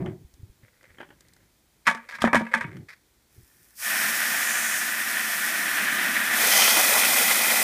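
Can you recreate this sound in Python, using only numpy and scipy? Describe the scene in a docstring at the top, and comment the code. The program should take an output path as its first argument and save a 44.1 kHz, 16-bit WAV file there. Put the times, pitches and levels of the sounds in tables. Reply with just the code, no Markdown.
"""In a quiet concrete yard, a hose nozzle is picked up and two plastic buckets are knocked and dragged.
Blows are noise bursts over ringing walls and bottom; drags are streams of tiny catches.
The nozzle opens with a faint hiss, then a fine spray of scattered impacts drums in a nearly empty bucket.
Late on it narrows to a harder jet: surging resonances, bubbles and splats in the pooling water."""
import sys
import numpy as np
from scipy import signal
from scipy.fft import rfft, irfft, next_fast_len
from scipy.io import wavfile
from scipy.ndimage import map_coordinates

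SR = 44100
rng = np.random.default_rng(int(sys.argv[2]) if len(sys.argv) > 2 else 0)


def transcribe(u):
    """Save the signal u as a 16-bit wav file named by the first command-line argument.

    u: samples, shape (n,) or (channels, n), limited to [-1, 1]; the rate is SR.
    q: integer samples, one column per channel.
    """
    v = np.clip(np.atleast_2d(u).T, -1, 1)
    q = np.round(v * 32767).astype(np.int16)
    wavfile.write(sys.argv[1], SR, q)


N = 336483
TIME = np.arange(N) / SR
RING = np.arange(SR // 2) / SR  # the time axis of one struck sound, s


def amp(db):
    """Decibels to gain."""
    return 10 ** (np.asarray(db) / 20)


def unit(x):
    """Scale to rms 1."""
    return x / np.sqrt(np.mean(x ** 2) + 1e-20)


def curves(rows):
    """One value per sample for each column after the time."""
    s, *columns = np.transpose(rows)
    return [np.interp(TIME, s, column) for column in columns]


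def during(start, end, fade=.01):
    """A gate that fades in up to its start and fades out after its end."""
    fade_in = np.clip((TIME - start) / fade + 1, 0, 1)
    fade_out = np.clip((end - TIME) / fade + 1, 0, 1)
    return fade_in * fade_out


def ramp(start, length):
    """A smooth rise from 0 to 1."""
    return np.sin(np.pi / 2 * np.clip((TIME - start) / length, 0, 1)) ** 2


def wobble(rate):
    """A smooth random curve, rate knots a second."""
    return map_coordinates(rng.standard_normal(int(N * rate / SR) + 4), [TIME * rate])


def filtered(x, response):
    """x times a response of frequency."""
    size = next_fast_len(len(x) + 8192)
    return irfft(rfft(x, size) * response(np.fft.rfftfreq(size, 1 / SR)), size)[:len(x)]


def coloured(x, spectrum):
    """x with a (Hz, dB) spectrum, at rms 1; it falls away below the first point."""
    f, db = np.transpose(spectrum)

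    def response(hz):
        curve_db = np.interp(np.log(hz + 1), np.log(f + 1), db)
        return amp(curve_db) * np.minimum(hz / (f[0] + 1), 1) ** 2
    return unit(filtered(x, response))


def resonated(x, body):
    """x through steep-sided (Hz, width Hz, dB) resonances whose powers add, at rms 1."""
    def response(f):
        powers = [amp(2 * db) / (1 + ((f * f - hz * hz) / (f * width + 1)) ** 2) ** 2
                  for hz, width, db in body]
        return np.sqrt(sum(powers))
    return unit(filtered(x, response))


def noise(spectrum, size=N):
    """Coloured noise of rms 1."""
    return coloured(rng.standard_normal(size), spectrum)


def impacts(rate, spread_db, size=N):
    """Tiny impacts of scattered size at random moments, rate a second, at rms 1."""
    scatter_db = spread_db * np.clip(rng.standard_normal(size), -2, 2)
    sizes = amp(scatter_db) * rng.choice([-1, 1], size)
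    return unit(sizes * (rng.random(size) < rate / SR))


def fall(t60, attack=.001):
    """The envelope of a struck thing."""
    return amp(-60 * RING / t60) * (1 - np.exp(-RING / attack))


def ringing(modes):
    """Damped modes, at slightly new strengths for each blow."""
    return sum(amp(db + 2 * rng.standard_normal()) * fall(t60) * np.sin(2 * np.pi * hz * RING)
               for hz, db, t60 in modes)


def burst(spectrum, envelope):
    """A short noisy contact whose energy is set by its envelope alone."""
    return unit(noise(spectrum, len(RING)) * envelope) * np.sqrt(np.mean(envelope ** 2))


def strokes(rows, attack, t60):
    """The envelope of (s, length s, dB) strokes: each swells up to its start, holds and dies away."""
    return sum(ramp(s - attack, attack) * amp(db - 60 * np.maximum(TIME - s - length, 0) / t60)
               for s, length, db in rows)


def add(track, s, sound):
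    """Lay a sound into a track at a time."""
    part = track[max(round(s * SR), 0):][:len(sound)]
    part += sound[:len(part)]


# The quiet of the yard. Each row: frequency in Hz, relative level in dB per Hz.
YARD_SPECTRUM = [(15, -35.5), (25, -19), (54, -2.5), (91, -9.5), (318, -13.5), (649, -21), (781, -20.5),
                 (868, -20.5), (1190, -23), (2140, -21.5), (2940, -24.5), (3180, -23.5), (7820, -25.5),
                 (14000, -27.5)]


def yard():
    """Steady noise, low-weighted, stands for the air of the yard."""
    return amp(-64.5) * noise(YARD_SPECTRUM)


# The hollow boom of a jolted bucket. Each row: frequency in Hz, relative level in dB per Hz.
JOLT_SPECTRUM = [(24, -59), (40, -18), (161, 4.5), (269, -12), (310, -5), (363, 2.5), (379, 2), (419, -17),
                 (541, -19), (581, -15.5), (642, -14), (877, -24), (1200, -28), (1560, -55), (2640, -120)]


def jolt():
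    """A jolted bucket shudders hollowly, then dies away."""
    start_s, length_s, level_db = 0.003, 0.077, -30
    return strokes([(start_s, length_s, level_db)], attack=0.017, t60=0.25) * noise(JOLT_SPECTRUM)


# Things are shifted about. Each row: start in seconds, length in seconds, level in dB.
SHIFTS = [(0.0, 0.22, -50.5), (0.38, 0.13, -60.5), (0.6, 0.036, -63), (0.88, 0.59, -66.5),
          (0.99, 0.05, -73), (2.65, 0.17, -42), (3.37, 0.038, -58.5), (3.56, .05, -67)]
# Their low rumble. Each row: frequency in Hz, relative level in dB per Hz.
RUMBLE_SPECTRUM = [(15, -45.5), (25, -45), (102, 4.5), (160, 3.5), (220, -6.5), (377, -3.5), (517, -29),
                   (557, -27), (591, -27.5), (900, -30.5), (1170, -61), (1980, -120)]


def shifting():
    """Shifted things rumble low, in slightly uneven lumps."""
    lumps = amp(0.5 * wobble(40))
    return strokes(SHIFTS, attack=0.017, t60=0.18) * lumps * noise(RUMBLE_SPECTRUM)


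# Dull bumps of handling. Each row: start in seconds, relative level in dB, pitch in Hz.
BUMPS = [(0.003, -23, 299), (0.018, -38, 156), (0.068, -37, 159), (0.126, -32, 164), (0.248, -32, 65),
         (0.339, -41, 62), (0.395, -36, 95), (0.431, -26, 98), (0.497, -36, 52), (0.633, -37.5, 109),
         (0.907, -43, 81), (2.649, -21.5, 161), (2.779, -41, 104.7), (3.379, -34, 105), (3.429, -43, 57)]


def bumps():
    """Each dull bump is one quickly damped low tone."""
    out = np.zeros(N)
    for s, db, hz in BUMPS:
        add(out, s, amp(db - 4.0) * fall(0.074, attack=0.0014) * np.sin(2 * np.pi * hz * RING))
    return out


# Plastic and hose slide on concrete. Each row: start in seconds, length in seconds, level in dB.
SCUFFS = [(0.0, 0.098, -52.5), (0.635, 0.048, -63.5), (0.74, 0.094, -69), (0.845, 0.12, -61),
          (0.985, 0.034, -64), (1.16, .28, -72), (1.99, 0.1, -58.5), (2.4, .09, -49), (2.525, .1, -39.5),
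          (2.66, .12, -55.5)]
# Short gritty drags. Each row: start in seconds, length in seconds, level in dB.
SCRAPES = [(1.861, .01, -46), (2.094, 0.063, -42), (2.21, .01, -38.5), (2.892, 0.018, -43)]
# The tone of the scuffs. Each row: frequency in Hz, relative level in dB per Hz.
SLIDE_SPECTRUM = [(240, -45), (400, -13), (534, 0), (701, -16), (935, -18.5), (1250, -10.5), (1540, -5),
                  (1880, -3.5), (2060, -1), (2830, -17), (6710, -35.5), (7930, -28.5), (15000, -47.5)]
# The tone of the scrapes. Each row: frequency in Hz, relative level in dB per Hz.
GRIT_SPECTRUM = [(290, -47.5), (500, -17), (758, -21), (941, -19.5), (1060, -15), (1170, -15.5), (1880, -2),
                 (2430, -9), (2930, -24), (3240, -20.5), (5130, -18), (6180, -26.5), (15500, -38)]


def sliding():
    """Plastic catches on the grains of the concrete; each drag rings out briefly."""
    scuff = strokes(SCUFFS, attack=0.017, t60=0.17)
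    scrape = strokes(SCRAPES, attack=0.0099, t60=0.15)
    catching = amp(3 * wobble(80))
    scratch = coloured(impacts(600, spread_db=4), SLIDE_SPECTRUM)
    grit = coloured(impacts(2500, spread_db=4), GRIT_SPECTRUM)
    return catching * (scuff * scratch + scrape * grit)


# The nozzle and hose tap as they are handled.
# Each row: start in seconds, relative level in dB, tick in dB relative to the tap before a 3 dB trim.
TAPS = [(0.06, -21, -29), (0.339, -55.5, 7), (0.829, -41.5, -11), (0.984, -29.5, -31),
        (1.003, -21.5, -36.5), (1.012, -24.5, -29), (1.029, -27.5, -33.5), (1.089, -38.5, -24),
        (1.104, -31, -35), (1.126, -45, -22), (1.207, -44.5, 0), (1.284, -54.5, 6), (1.335, -50, 2.5),
        (1.364, -45, -7.5), (1.429, -48, -18.5), (2.768, -34, -12)]
# The dead body of a tap. Each row: frequency in Hz, relative level in dB per Hz.
TAP_SPECTRUM = [(110, -44), (180, -26), (301, 3), (376, -3), (470, -26), (587, 0), (638, -23), (797, -7),
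                (1180, -14), (1600, -5), (2490, -19), (3200, -13.5), (5000, -69), (6500, -81),
                (11000, -120)]
# Its bright tick. Each row: frequency in Hz, relative level in dB per Hz.
TICK_SPECTRUM = [(2500, -16), (3800, 1), (5500, 3.5), (8000, -2), (12000, -7), (15500, -12)]


def taps():
    """Small dead taps of the nozzle and hose, each with a bright tick."""
    out = np.zeros(N)
    for s, db, tick_db in TAPS:
        body = burst(TAP_SPECTRUM, fall(0.019, attack=0.00078) + amp(-15.0) * fall(0.17))
        tick = noise(TICK_SPECTRUM, len(RING)) * fall(0.023, attack=.0005)
        add(out, s, amp(db) * (amp(-9) * body + amp(tick_db - 3.0) * tick))
    return out


def falloff(hz, centre_hz):
    """A blow excites less the further a pitch lies from its centre: -6 dB at one octave, in dB."""
    return -6 * np.log2(hz / centre_hz) ** 2


def rattling(depth_db):
    """Loose parts keep chattering after a blow, so its tail dies in uneven fits."""
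    fits = map_coordinates(rng.standard_normal(64), [RING * 110])
    return unit(amp(depth_db * np.clip(fits, -1.7, 1.7)))


def contact(count, span):
    """A blow lands as a main contact and a few weaker ones just after it, span s apart on average."""
    blow = np.zeros(SR // 40)
    blow[0] = 1
    at = np.minimum(rng.exponential(span, count) * SR + 1, len(blow) - 1).astype(int)
    blow[at] += .35 * rng.standard_normal(count)
    return blow


# The hard plastic clack, before it is centred. Each row: frequency in Hz, relative level in dB per Hz.
CLACK_SPECTRUM = [(180, -34), (300, 1), (376, -8), (592, -1.5), (795, -6), (921, -6), (1040, -6), (1210, 1),
                  (1370, -8), (1680, 1.5), (2960, -17.5), (3470, -29), (4500, -22.5), (5850, -59.5),
                  (9900, -120)]


def clack(centre_hz, chatter):
    """A noisy plastic contact, centred on its own pitch, with a chattering tail."""
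    spectrum = [(hz, db + falloff(hz, centre_hz)) for hz, db in CLACK_SPECTRUM]
    return burst(spectrum, fall(0.032, attack=0.0003) + amp(-22) * chatter * fall(0.31))


# The bright crack of a blow. Each row: frequency in Hz, relative level in dB per Hz.
CRACK_SPECTRUM = [(1760, -33.5), (3000, -1), (3470, -3.5), (4660, -13.5), (5090, -10), (7330, -14.5),
                  (9070, -14.5), (14700, -32.5), (15500, -29.5)]


def crack(chatter):
    """A sharp burst of noise with a grainy, chattering tail."""
    grains = impacts(2500, spread_db=3, size=len(RING))
    snap = noise(CRACK_SPECTRUM, len(RING)) * fall(0.028, attack=.0004)
    return snap + amp(-11.0) * coloured(grains, CRACK_SPECTRUM) * chatter * fall(.16)


# Modes of the bucket walls. Each row: nominal frequency in Hz, relative level in dB, t60 in seconds.
WALL_MODES = [(557, -11.5, 0.11), (685, -22.5, 0.032), (935, -6.5, 0.18), (1152, -20.5, 0.35),
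              (1150, -15.5, .11), (1290, -19.5, .1), (1574, -7, .11), (1640, -9.5, 0.033), (1690, -3, 0.14),
              (1970, -9.5, 0.1), (2200, -6, .12), (2310, -17, 0.28), (2510, -9.5, .09), (3500, -21.5, .12)]
# Modes of the bucket bottom. Each row: nominal frequency in Hz, relative level in dB, t60 in seconds.
BOTTOM_MODES = [(230.4, 0, 0.2), (179, -8, 0.15)]


def bucket(centre_hz):
    """Walls and bottom flex under the blow, so the modes of both shift each time."""
    bend = 1 + .025 * rng.standard_normal(len(WALL_MODES))
    walls = ringing([(hz * b, db + falloff(hz, centre_hz) / 2, t60)
                     for (hz, db, t60), b in zip(WALL_MODES, bend)])
    walls = signal.fftconvolve(walls, contact(count=4, span=0.0062))[:len(RING)]
    boom = ringing([(hz * np.sqrt(b), db, t60) for (hz, db, t60), b in zip(BOTTOM_MODES, bend)])
    return walls, boom * (1 - np.exp(-RING / 0.0049))


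# The buckets bump each other and the concrete. Each row: start in seconds, relative level of the blow
# in dB, boom in dB relative to the blow before a 3 dB trim, crack in dB relative to the blow,
# centre of the clack in Hz, share of the ground thud from 0 to 1.
KNOCKS = [(1.868, -8, -21.5, -19, 2250, 0), (1.872, -4, -34, -18, 1910, 0),
          (1.878, -1, -21.5, -28.5, 1550, 0), (1.885, -9.5, -21.5, -20, 1620, 0.02),
          (1.911, -15, -19, -18, 970, 0), (1.948, -22, -15, -17, 960, 0.06),
          (1.974, -29.5, -13.5, -24, 1630, 0), (2.09, -30.5, -33, -21.5, 1700, 0.06),
          (2.123, -27, -29, -20, 1500, 0.02), (2.14, -27.5, -26.5, -24, 1970, 0.05),
          (2.185, -26, -20, -26, 1560, 0.9), (2.219, -11, -19.5, -11.5, 1150, 0.98),
          (2.241, -2, -6, -35.5, 620, 0.5), (2.248, -11, -9.5, -23, 1740, 0.9),
          (2.274, -8, -18.5, -32.5, 920, .8), (2.331, -1.5, -16, -27, 1230, .9),
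          (2.346, -2, -15.5, -23.5, 660, .9), (2.354, -4.5, -13, -20.5, 1740, .8),
          (2.362, -9.5, -3.5, -20, 1540, 1), (2.408, -16.5, -1, -36.5, 550, 1),
          (2.466, -27.5, -23, -24.5, 1540, .3), (2.539, -2, -37, -29.5, 1770, 0.02),
          (2.546, -13.5, -10.5, -19, 2090, 0), (2.556, -17, -12, -24, 1600, 0),
          (2.609, -14.5, -25, -24.5, 1620, 0.3), (2.641, -22, -18, -43.5, 1700, .7)]
# The blow on the ground. Each row: frequency in Hz, relative level in dB per Hz.
THUD_SPECTRUM = [(25, -24), (60, -10), (105, 6), (140, -5), (190, -0.5), (330, -10), (600, -48)]


def knocks():
    """Each blow clacks, rings the thin walls and booms the bottom; blows on the ground also thud."""
    wall_ring_db, ground_thud_db = -17.5, -20.5
    ring_grows = 0.84  # dB of wall ring per dB of blow: soft blows ring more than they clack
    out = np.zeros(N)
    for s, db, boom_db, crack_db, centre_hz, grounded in KNOCKS:
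        chatter = rattling(depth_db=4)
        walls, boom = bucket(centre_hz)
        thud = grounded * noise(THUD_SPECTRUM, len(RING)) * fall(.09, attack=0.0014)
        blow = amp(-7.5) * clack(centre_hz, chatter)
        blow += amp(wall_ring_db + (ring_grows - 1) * db) * walls
        blow += amp(crack_db) * crack(chatter)
        blow += amp(boom_db - 3.0) * boom
        blow += amp(ground_thud_db) * thud
        add(out, s, amp(db) * blow)
    return out


LEAK_S, OPEN_S, POOL_S, NARROW_S = 3.38, 3.735, 5.35, 6.29  # the stages of the flow
OPENING_S = 0.16  # from OPEN_S the squeezed trigger takes this long to open
FLIGHT_S = 0.03  # the water reaches the bucket after the nozzle starts to hiss

# The hiss of the wide spray. Each row: frequency in Hz, relative level in dB per Hz.
SPRAY_HISS = [(2500, -5), (3700, -10), (4400, -2), (5400, 3.5), (7300, 0.5), (8500, 3), (9800, 3.5),
              (11000, 1.5), (13000, 2.5), (15500, 0.5)]
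# Air and wall resonances under the wide spray. Each row: frequency in Hz, width in Hz, relative level in dB.
SPRAY_BODY = [(716, 430, -16), (1022, 240, -15), (1204, 76, -8.5), (1527, 400, -5), (1746, 95, 0),
              (1858, 330, -1.5), (2372, 650, -8.5), (2920, 1300, -15.5), (3580, 1500, -20)]


def leak():
    """The barely open valve hisses thinly and spits a few drops until it opens fully."""
    rise_s, level_db = .14, -62
    lowest_hz = SPRAY_HISS[0][0]
    thin_hiss = [(hz, db + 2.5 * np.log2(hz / lowest_hz)) for hz, db in SPRAY_HISS]
    mist = noise(thin_hiss) + amp(-7.5) * resonated(impacts(900, spread_db=0), SPRAY_BODY)
    drops = coloured(impacts(40, spread_db=2.5), SPRAY_HISS)
    seep = ramp(LEAK_S - rise_s, rise_s) * (1 - ramp(OPEN_S, OPENING_S))
    return seep * amp(1.2 * wobble(12) + level_db) * (mist + amp(-8.0) * drops)


def spray(drum_gain, hiss_gain):
    """Countless fine drops blur into a hiss and a hollow drumming in the bucket."""
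    body = resonated(impacts(9000, spread_db=2.5), SPRAY_BODY) * amp(0.75 * wobble(45))
    hiss = coloured(impacts(20000, spread_db=4), SPRAY_HISS) * amp(0.64 * wobble(30))
    # for a moment the fan grazes the wall and the hiss gains a sharper band
    sharp_band = [(4500, -27.5), (6000, -5), (7000, -3), (8000, -7.5), (9300, -4.5), (11000, -20.5)]
    grazing = noise(sharp_band) * during(4.5, 4.75, fade=0.22)
    return drum_gain * amp(0.68) * body + hiss_gain * (amp(-0.33) * hiss + amp(-4.0) * grazing)


# The bucket bottom drummed by water. Each row: frequency in Hz, relative level in dB per Hz.
DRUM_SPECTRUM = [(40, -56), (95, -22.5), (150, -13), (220, 3), (260, -1.5), (330, -4.5), (450, -14),
                 (700, -40)]


def bottom_boom(drum_gain):
    """The bottom booms only once the spray hits hard, and more as water gathers on it."""
    pressure = ramp(OPEN_S + 2 * FLIGHT_S, OPENING_S)
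    boom_db = -19.5 + 2.5 * ramp(POOL_S, 0.37)  # relative to the drumming
    return pressure * drum_gain * amp(boom_db) * noise(DRUM_SPECTRUM)


def gurgle(body, depth_db):
    """The churning surface feeds each resonance in surges of its own, at rms 1."""
    out = np.zeros(N)
    for hz, width, db in body:
        surge = amp(depth_db * wobble(45))
        band = resonated(impacts(3000, spread_db=5), [(hz, width, 0)])
        out += amp(db) * np.sqrt(width) * surge * band
    return unit(out)


def bubbles(count, centre_hz, spread, cycles):
    """Short bubble tones that rise in pitch as they near the surface, at rms 1."""
    s, octave, size = rng.random(count), rng.standard_normal(count), rng.exponential(size=count)
    hz = np.clip(centre_hz * 2 ** (spread * octave), 300, 9000)[:, None]
    t = RING[:1200]
    age = hz * t / cycles
    envelope = amp(4.3 * np.minimum(size, 4))[:, None] * np.exp(-age) * (1 - np.exp(-8 * age))
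    tones = envelope * np.sin(2 * np.pi * hz * t * (1 + 0.029 * np.minimum(age, 4)))
    where = (s * N).astype(int)[:, None] + np.arange(len(t))
    return unit(np.bincount(where.ravel(), tones.ravel(), minlength=N)[:N])


# The jet drags air under and the pool gulps. Each row: centre in seconds, level in dB.
GULPS = [(6.62, -31), (6.79, -28.5), (6.96, -27.5)]
# Air and wall resonances under the jet. Each row: frequency in Hz, width in Hz, relative level in dB.
JET_BODY = [(554, 290, -14), (763, 325, -8.5), (1116, 430, -11), (1420, 244, -5), (1726, 270, -8),
            (1990, 274, 0), (2453, 360, -2.5), (3180, 840, -10), (3380, 2000, -19)]
# The hiss of the jet. Each row: frequency in Hz, relative level in dB per Hz.
JET_HISS = [(2500, -20.5), (3700, 1), (4400, 0), (5300, 3.5), (6200, 2.5), (7400, 1), (8600, 4.5),
            (11500, 3), (13500, 4), (15500, 1)]
# The jet digs into the pool. 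Each row: frequency in Hz, relative level in dB per Hz.
PLUNGE_SPECTRUM = [(2500, -17), (3100, 10.5), (3800, -10), (4500, 0.5), (5400, 1.5), (6300, 4.5),
                   (7500, -11), (11000, -21.5)]


def jet():
    """The jet churns the pool in surges: coarser drops, bubbles and foam that slowly cushions it."""
    age = np.maximum(TIME - NARROW_S, 0)
    foam_db = -3 * age  # growing foam takes off 3 dB a second
    surge = wobble(60)
    body = unit(gurgle(JET_BODY, depth_db=1.3) * amp(1.2 * surge))
    drops = coloured(impacts(14000, spread_db=3.0), JET_HISS)
    hiss = unit(drops * amp(.5 * surge + .6 * wobble(160)))
    swells = sum(amp(db) * np.exp(-((TIME - s) / 0.034) ** 2) for s, db in GULPS)
    gulps = swells * resonated(impacts(3000, spread_db=3.5), JET_BODY[:3])
    froth = bubbles(count=3000, centre_hz=751, spread=0.49, cycles=4)
    # as it first digs into the pool it tears the water with a brighter rasp
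    rasp = coloured(impacts(3000, spread_db=7.5), PLUNGE_SPECTRUM)
    plunge = rasp * amp(2.2 * surge) * during(6.55, 6.71, fade=0.17)
    drumming = amp(-24 + foam_db) * (amp(3.0) * body + amp(-13) * froth)
    return drumming + amp(-18.5 + foam_db) * (hiss + amp(-4.5) * plunge) + gulps


# The jet slaps the pool. Each row: start in seconds, level in dB before a 12.5 dB cut.
SPLATS = [(6.5325, -5.5), (6.6202, -2.5), (6.6498, -3), (6.6774, 1), (6.7665, -7.5), (7.0333, -6.5)]


def splats():
    """Each slap is a burst through the jet's resonances with a shorter, brighter splash."""
    out = np.zeros(N)
    for s, db in SPLATS:
        slap = resonated(rng.standard_normal(len(RING)), JET_BODY) * fall(0.055)
        splash = noise(PLUNGE_SPECTRUM, len(RING)) * fall(0.035)
        add(out, s, amp(db - 12.5) * (slap + amp(-8.5) * splash))
    return out


def walled(x, delay, echo_db):
    """The bucket wall sends back a weak copy that ripples the spectrum."""
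    return filtered(x, lambda hz: 1 + amp(echo_db) * np.exp(-2j * np.pi * hz * delay))


# The wide spray wanders over the bucket.
# Each row: time in seconds, relative drumming level in dB, relative hiss level in dB.
SPRAY_LEVEL = [(4.0, -27, -27.5), (4.04, -26, -27), (4.78, -29, -30), (4.99, -29.5, -31), (5.37, -29, -29),
               (5.94, -25.5, -31.5), (6.25, -25.5, -29.5)]


def hose():
    """The valve opens and the spray narrows to a jet, over the booming bottom and splats."""
    drum_db, hiss_db = curves(SPRAY_LEVEL)
    drum_gain = amp(drum_db) * ramp(OPEN_S + FLIGHT_S, OPENING_S)
    hiss_gain = amp(hiss_db) * ramp(OPEN_S, OPENING_S)
    focus = ramp(NARROW_S, 0.31)  # 0 is a wide spray, 1 a jet
    water = np.sqrt(1 - focus) * spray(drum_gain, hiss_gain) + np.sqrt(focus) * jet()
    water += bottom_boom(drum_gain) + splats()
    return walled(water, delay=.00145, echo_db=-26.0)


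def scene():
    """Everything reaches one microphone, over the quiet of the yard; both channels are alike."""
    handled = jolt() + shifting() + bumps() + sliding() + taps() + knocks()
    handled *= during(.004, 8, fade=.004)  # a soft start
    mono = yard() + handled + leak() + hose()
    return np.array([mono, mono])


def record(dry):
    """The microphone dips in the upper mids; the recorder rounds off peaks and ends at its band limit."""
    dip_hz, dip_width_hz, dip_db, top_hz = 2790, 150, -3.5, 15330
    port = lambda hz: amp(dip_db * np.exp(-((hz - dip_hz) / dip_width_hz) ** 2))
    heard = np.array([filtered(channel, port) for channel in dry])
    rounded = heard / (1 + (heard / .7) ** 6) ** (1 / 6)
    return np.array([filtered(channel, lambda hz: hz < top_hz) for channel in rounded])


dry = scene()
out = record(dry)
transcribe(out)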